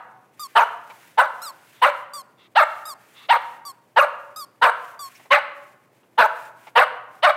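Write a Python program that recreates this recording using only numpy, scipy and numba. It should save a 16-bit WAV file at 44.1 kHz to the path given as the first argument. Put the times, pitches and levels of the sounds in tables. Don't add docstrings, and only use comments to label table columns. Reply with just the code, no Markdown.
import sys
import numpy as np
from scipy import signal
from scipy.fft import rfft, irfft
from scipy.io import wavfile
from scipy.ndimage import uniform_filter1d
from numba import njit

SR = 44100
rng = np.random.default_rng(int(sys.argv[2]) if len(sys.argv) > 2 else 0)


def master_out(mix):
    frames = np.transpose(np.atleast_2d(mix))
    ceiling = np.clip(frames, -1, 1)
    pcm = np.round(ceiling * 32767).astype(np.int16)
    wavfile.write(sys.argv[1], SR, pcm)


def field_ratio(decibels):
    return 10 ** (np.asarray(decibels, dtype=float) / 20)


N = 324576
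LEAD = SR // 2

# (time [s], fade from end of low-bark climb to end of bark [dB], pitch after opening climb [Hz],
#         closing throat resonance [Hz], gape [0-1])
BARKS = [(0.55, -9.5, 487.1, 867.5, 0.29), (1.172, -20, 488, 1201, 0.3), (1.814, -14, 514, 1173, 0.64),
         (2.549, -6, 930, 1177, 0.55), (3.284, -13.5, 953.4, 904, 1), (3.959, -9, 498.8, 1212, 0.39),
         (4.612, -10, 500.5, 913.3, 0.31), (5.302, -12.5, 581, 1193, 0.94), (6.174, -7.5, 486, 857, .4),
         (6.751, -6, 501, 1155, .7), (7.221, -6.5, 765, 1136, .8)]
# (centre [Hz], width per pass [Hz], level before edge or chest lift [dB])
THROAT_MODES = [(617.8, 128, -5.5), (737.6, 328, -6.5), (3310, 1360, -9), (4250, 5900, -49)]
# (time into bark [s], centre [Hz])
EDGE_FALL = [(.025, 3000), (.06, 2300)]
# (mean centre [Hz], level before roughness and flutter [dB])
RASP = [(6200, -41.5), (8600, -36.5), (11000, -39.5), (13500, -40.5)]
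# (time [s], length [s], top pitch [Hz], end pitch [Hz], sag exponent [1 usual, more = earlier])
SQUEAKS = [(0.394, .078, 1239, 1055, 1), (1.417, .093, 1428, 1055, 1.3), (2.134, .086, 1185, 1035, .9),
           (2.853, .087, 1287, 1030, .8), (3.651, .069, 1175, 1045, 1), (4.36, .09, 1290, 1075, 1),
           (4.991, .099, 1180, 1080, 3.5)]
# (share of length [0-1], share of way from end to top pitch [0-1],
#                                 level re squeak peak [dB])
SQUEEZE = [(.21, 1, 0), (.45, .74, -1), (.72, .34, -3), (1, 0, -11)]
# (frequency [Hz], relative level [dB])
REED_COLOUR = [(1000, 11), (1500, 0), (2400, -26), (3600, -9), (4700, 2.5), (6200, -13.5), (8300, -2.5),
               (10000, -17.5), (12000, -6.5), (15500, -23.5)]
# (time [s], length [s], level before ramps [dB])
SNUFFLES = [(0.898, 0.29, -77), (1.72, 0.18, -58.5), (2.365, 0.12, -56.5), (3.138, 0.14, -49)]
# (centre [Hz], width per pass [Hz], relative level [dB])
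NOSE_MODES = [(1214, 600, -10), (2000, 700, -9), (2650, 500, -9), (3400, 700, -8)]
# (time [s], length [s], level before flutter [dB])
RUSTLES = [(0.28, 0.63, -58.5), (0.78, 0.46, -56.5), (1.156, 0.55, -59), (1.527, .4, -59),
           (1.901, 0.16, -57), (2.579, 0.35, -56), (2.9, 0.47, -60), (3.327, .3, -57.5), (4.065, 0.34, -69),
           (4.689, 0.33, -56.5), (4.98, .36, -55.5), (5.51, 0.29, -64.5), (5.9, 0.15, -73),
           (6.257, 0.29, -54), (6.531, 0.22, -60), (7.088, 0.15, -61.5)]
# (frequency [Hz], relative density [dB per Hz])
RUSTLE_COLOUR = [(900, -23), (1500, 5.5), (2300, 5), (4200, -6), (7700, -6), (16000, -8)]
# (time [s], peak level [dB], lower resonance [Hz])
TAPS = [(0.897, -34.5, 860), (5.15, -41, 2370), (5.194, -40.5, 735), (5.252, -40, 730),
        (6.028, -52.5, 1150), (6.667, -34, 780)]
# (frequency [Hz], relative density [dB per Hz])
HUM_COLOUR = [(30, -30.5), (90, -18), (120, 1.4), (150, -6), (260, -5.5), (420, -5.5), (1100, -13.5),
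              (1500, -25), (3000, -45.5)]
# (frequency [Hz], time to fall 60 dB [s])
ROOM_T60 = [(250, 0.56), (550, 0.76), (1200, 0.75), (2500, 0.6), (5000, 0.52), (12000, 0.34)]

EARLIER_BARK_S, EARLIER_BARK_DB = -0.78, -2
BARK_S, BARK_DB = 0.096, -9
LOW_CLIMB_S, SETTLE_S, SHUT_S = .028, .054, .075
HIGH_CLIMB_S, BREAK_S, CLEAR_S = .029, .038, .022
BREAK_HZ, SLOW_START_DB, CLIMB_EDGE_DB = 650, -9, 9
START_SHARE, START_MAX_HZ = .86, 513.2
SETTLED_SHARE = .51
THROAT_START_SHARE, THROAT_LOCK, THROAT_MIN_HZ = 0.915, 0.95, 930
MOUTH_SHUT_HZ, MOUTH_GAPE_HZ = 1390, 810
EDGE_DB, EDGE_GAPE_DB, EDGE_FADE_DB = -14.5, 7, -6.5
REED_DB, REED_DB_PER_HZ, REED_MAX_DB = -43.5, 0.14, -38
REED_START_HZ, REED_START_SHARE, REED_START_DB = 1160, .3, -3
STILL_DB, STROKE_RAMP_SHARE = -69, .45
HUM_DB, ROOM_DB, SQUEAK_ROOM_DB = -61.5, -14.5, -13


def at_hz(points, hz):
    return np.interp(np.log(hz), np.log(np.array(points)[:, 0]), np.array(points)[:, 1])


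def rms_one(x):
    return x / np.sqrt(np.mean(x ** 2) + 1e-20)


def unfold(rows):
    s, *columns = np.transpose(rows)
    t = np.arange(s[0], s[-1], 1 / SR)
    return round(s[0] * SR) + LEAD, [np.interp(t, s, c) for c in columns]


def wobble(size, hz):
    r = np.exp(-2 * np.pi * hz / SR)
    noise = rng.standard_normal(size + 3000)
    return rms_one(signal.lfilter([1], [1, -2 * r, r * r], noise)[3000:])


def coloured(spectrum):
    hz = np.maximum(np.fft.rfftfreq(N + LEAD, 1 / SR), 1)
    white = rfft(rng.standard_normal(N + LEAD))
    return rms_one(irfft(white * field_ratio(at_hz(spectrum, hz)), N + LEAD))


def ramps(size, rise_s, fall_s):
    t = np.arange(size) / SR
    return np.sin(np.pi / 2 * np.clip(np.minimum(t / rise_s, t[::-1] / fall_s), 0, 1)) ** 2


@njit
def resonate(x, hz, width_hz):
    y, r = np.zeros(len(x)), np.exp(-np.pi * width_hz / SR)
    for i in range(2, len(x)):
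        drive = (1 - r * r) / 2 * (x[i] - x[i - 2])
        y[i] = drive + 2 * r * np.cos(2 * np.pi * hz[i] / SR) * y[i - 1] - r * r * y[i - 2]
    return y


def ring_twice(x, hz, width_hz):
    centre_hz = np.full(len(x), float(hz))
    once = resonate(x, centre_hz, float(width_hz))
    return resonate(once, centre_hz, float(width_hz))


def dog():
    out = np.zeros(N + LEAD)
    first_s, *first = BARKS[0]
    for k, row in enumerate([(first_s + EARLIER_BARK_S, *first)] + list(BARKS)):
        rows, clear_s = bark_controls(*row)
        start, columns = unfold(rows)
        out[start:start + len(columns[0])] += bark(*columns, clear_s) * field_ratio(EARLIER_BARK_DB * (k == 0))
    return out


def bark_controls(s, fade_db, climbed_hz, closing_hz, gape):
    high = climbed_hz > BREAK_HZ
    low_times = [0, LOW_CLIMB_S, SETTLE_S, SHUT_S, BARK_S]
    t = np.array([0, HIGH_CLIMB_S, BREAK_S, SETTLE_S, BARK_S] if high else low_times)
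    after = np.clip((t - LOW_CLIMB_S) / (BARK_S - LOW_CLIMB_S), 0, 1)
    level_db = BARK_DB + fade_db * after + SLOW_START_DB * high * (t == 0)

    settled_hz = SETTLED_SHARE * closing_hz
    start_hz = min(START_SHARE * climbed_hz, START_MAX_HZ)
    third_hz = climbed_hz if high else (climbed_hz + settled_hz) / 2
    pitch_hz = [start_hz, climbed_hz, third_hz, settled_hz, settled_hz]

    partial_hz = climbed_hz * (1 if high else 2)
    open_hz = max(THROAT_LOCK * partial_hz, THROAT_MIN_HZ)
    throat_hz = [THROAT_START_SHARE * open_hz, open_hz, (open_hz + closing_hz) / 2, closing_hz, closing_hz]

    mouth_hz = MOUTH_SHUT_HZ + MOUTH_GAPE_HZ * gape * np.clip(1 - t / SHUT_S, 0, 1) ** 0.47
    edge_db = EDGE_DB + EDGE_GAPE_DB * gape + EDGE_FADE_DB * t / BARK_S
    edge_db = edge_db + CLIMB_EDGE_DB * high * (t == 0)
    return np.transpose([s + t, level_db, pitch_hz, throat_hz, mouth_hz, edge_db]), CLEAR_S * high


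def bark(level_db, pitch_hz, throat_hz, mouth_hz, edge_db, clear_s):
    size = len(pitch_hz)
    t = np.arange(size) / SR
    rough = np.clip(.2 + (t - clear_s) / .05, .15, .9)
    folds, breath = fold_source(pitch_hz, rough)

    voice = resonate(folds, throat_hz, 140.)
    voice -= field_ratio(-13 + 5.5 * rough) * resonate(folds, mouth_hz, 420.0)
    edge_hz = np.interp(t, *np.transpose(EDGE_FALL))
    voice += field_ratio(edge_db - 7.5 + 9.5 * rough) * resonate(folds, edge_hz, 170.0)
    for hz, width_hz, db in THROAT_MODES:
        lift_db = edge_db - 5 if hz > 2300 else 8 * rough - 7
        voice += field_ratio(db + lift_db) * ring_twice(folds, hz, width_hz)
    voice = signal.sosfilt(signal.butter(6, 4600, fs=SR, output="sos"), voice)
    voice = signal.sosfilt(signal.butter(5, 480, "high", fs=SR, output="sos"), voice)

    running_rms = np.sqrt(uniform_filter1d(voice ** 2, size=700) + 1e-12)
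    sound = voice / running_rms + teeth_hiss(breath, rough)
    return sound * field_ratio(level_db) * ramps(size, 0.019, 0.0099)


def fold_source(pitch_hz, rough):
    size = len(pitch_hz)
    cycles = np.cumsum(pitch_hz * (1 + 0.0904 * rough * wobble(size, 125.5))) / SR

    def partial(k):
        swell = field_ratio(6.0 * rough * wobble(size, 45))
        return swell * np.sin(2 * np.pi * (k * cycles + .25 + rough * rng.normal(0, .6)))

    pulses = sum(partial(k) + field_ratio(-12.0 + 14.5 * rough) * partial(k + .5) for k in range(1, 12))
    breath = rng.standard_normal(size) * (1 + 1.3 * np.cos(2 * np.pi * cycles))
    return rms_one(pulses) + .18 * rough * breath, breath


def teeth_hiss(breath, rough):
    size, rasp = len(breath), 0
    for hz, db in RASP:
        centre_hz = hz * (1 + .05 * wobble(size, 15))
        hiss = resonate(resonate(breath, centre_hz, hz / 4), centre_hz, hz / 4)
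        rasp = rasp + field_ratio(db - 3 + 5.5 * rough + 3.5 * wobble(size, 26)) * rms_one(hiss)
    return rasp


def squeaks():
    out = np.zeros(N + LEAD)
    for row in SQUEAKS:
        start, (pitch_hz, level_db) = unfold(squeeze(*row))
        size = len(pitch_hz)
        smooth_hz = uniform_filter1d(pitch_hz, size=500, mode="nearest")
        pitch_hz = smooth_hz * (1 + .004 * wobble(size, 25) + .004 * wobble(size, 250))
        phase = 2 * np.pi * np.cumsum(pitch_hz) / SR
        stack = np.sin(phase) * field_ratio(at_hz(REED_COLOUR, pitch_hz))
        for k in range(2, 14):
            partial_db = at_hz(REED_COLOUR, k * pitch_hz) + 2.94 * wobble(size, 44)
            stack += field_ratio(partial_db) * np.sin(k * phase)
        air = field_ratio(-8) * ring_twice(rng.standard_normal(size), 9000, 14000)
        out[start:start + size] += (stack + air) * field_ratio(level_db) * ramps(size, 0.0021, 0.0017)
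    return out


def squeeze(s, length_s, top_hz, end_hz, sag):
    start_hz = REED_START_HZ + REED_START_SHARE * (top_hz - REED_START_HZ)
    peak_db = min(REED_DB + REED_DB_PER_HZ * (top_hz - REED_START_HZ), REED_MAX_DB)
    rows = [(s, start_hz, peak_db + REED_START_DB)]
    for when, share, below_db in SQUEEZE:
        pitch_hz = end_hz + max(share, 0) ** sag * (top_hz - end_hz)
        rows.append((s + when * length_s, pitch_hz, peak_db + below_db))
    return rows


def snuffles():
    out = np.zeros(N + LEAD)
    for s, length_s, db in SNUFFLES:
        size = int(length_s * SR)
        air = rng.standard_normal(SR // 2)[:size]
        breath = sum(field_ratio(mode_db) * ring_twice(air, hz, width_hz) for hz, width_hz, mode_db in NOSE_MODES)
        out[round(s * SR) + LEAD:][:size] += field_ratio(db) * rms_one(breath) * ramps(size, 0.039, 0.022)
    return out


def rustle():
    level = np.full(N + LEAD, field_ratio(STILL_DB))
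    for s, length_s, db in RUSTLES:
        size, ramp_s = int(length_s * SR), STROKE_RAMP_SHARE * length_s
        level[round(s * SR) + LEAD:][:size] += field_ratio(db) * ramps(size, ramp_s, ramp_s)
    return coloured(RUSTLE_COLOUR) * level * field_ratio(1.4 * wobble(N + LEAD, 30))


def paw_taps():
    out = np.zeros(N + LEAD)
    t = np.arange(2000) / SR
    for s, db, hz in TAPS:
        puff = rng.standard_normal(2000) * t * np.exp(-t / 0.007)
        puff = ring_twice(puff, hz, 710) + field_ratio(-6) * ring_twice(puff, 2.4 * hz, 970)
        out[round(s * SR) + LEAD:][:2000] += field_ratio(db) * puff / np.abs(puff).max()
    return out


def room(x):
    t, echo = np.arange(SR) / SR, 0
    edges_hz = 150 * 2 ** np.arange(0, 7, .5)
    for low_hz, high_hz in zip(edges_hz, edges_hz[1:]):
        band_filter = signal.butter(2, [low_hz, high_hz], "band", fs=SR, output="sos")
        band = signal.sosfilt(band_filter, rng.standard_normal(SR))
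        echo = echo + band * field_ratio(-60 * t / at_hz(ROOM_T60, np.sqrt(low_hz * high_hz)))
    echo = echo * np.clip(t / 0.0013, 0, 1)
    return field_ratio(ROOM_DB) * signal.fftconvolve(x, rms_one(echo) / np.sqrt(SR))[:len(x)]


def hum():
    return field_ratio(HUM_DB) * coloured(HUM_COLOUR)


def scene():
    barks, near = dog(), squeaks()
    reflected = room(barks + field_ratio(SQUEAK_ROOM_DB) * near)
    mix = barks + near + reflected + snuffles() + rustle() + paw_taps() + hum()
    return mix[None, LEAD:]


def top_cut(x):
    return signal.sosfilt(signal.butter(12, 16470, fs=SR, output="sos"), x)


def record(dry):
    ceiling = .72
    mix = dry / (1 + (dry / ceiling) ** 6) ** (1 / 6)
    mix = signal.sosfilt(signal.butter(1, 70, "high", fs=SR, output="sos"), mix)
    mix = signal.sosfilt(signal.cheby2(10, 60, 17000, fs=SR, output="sos"), mix)
    return top_cut(mix)


dry = scene()
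out = record(dry)
master_out(out)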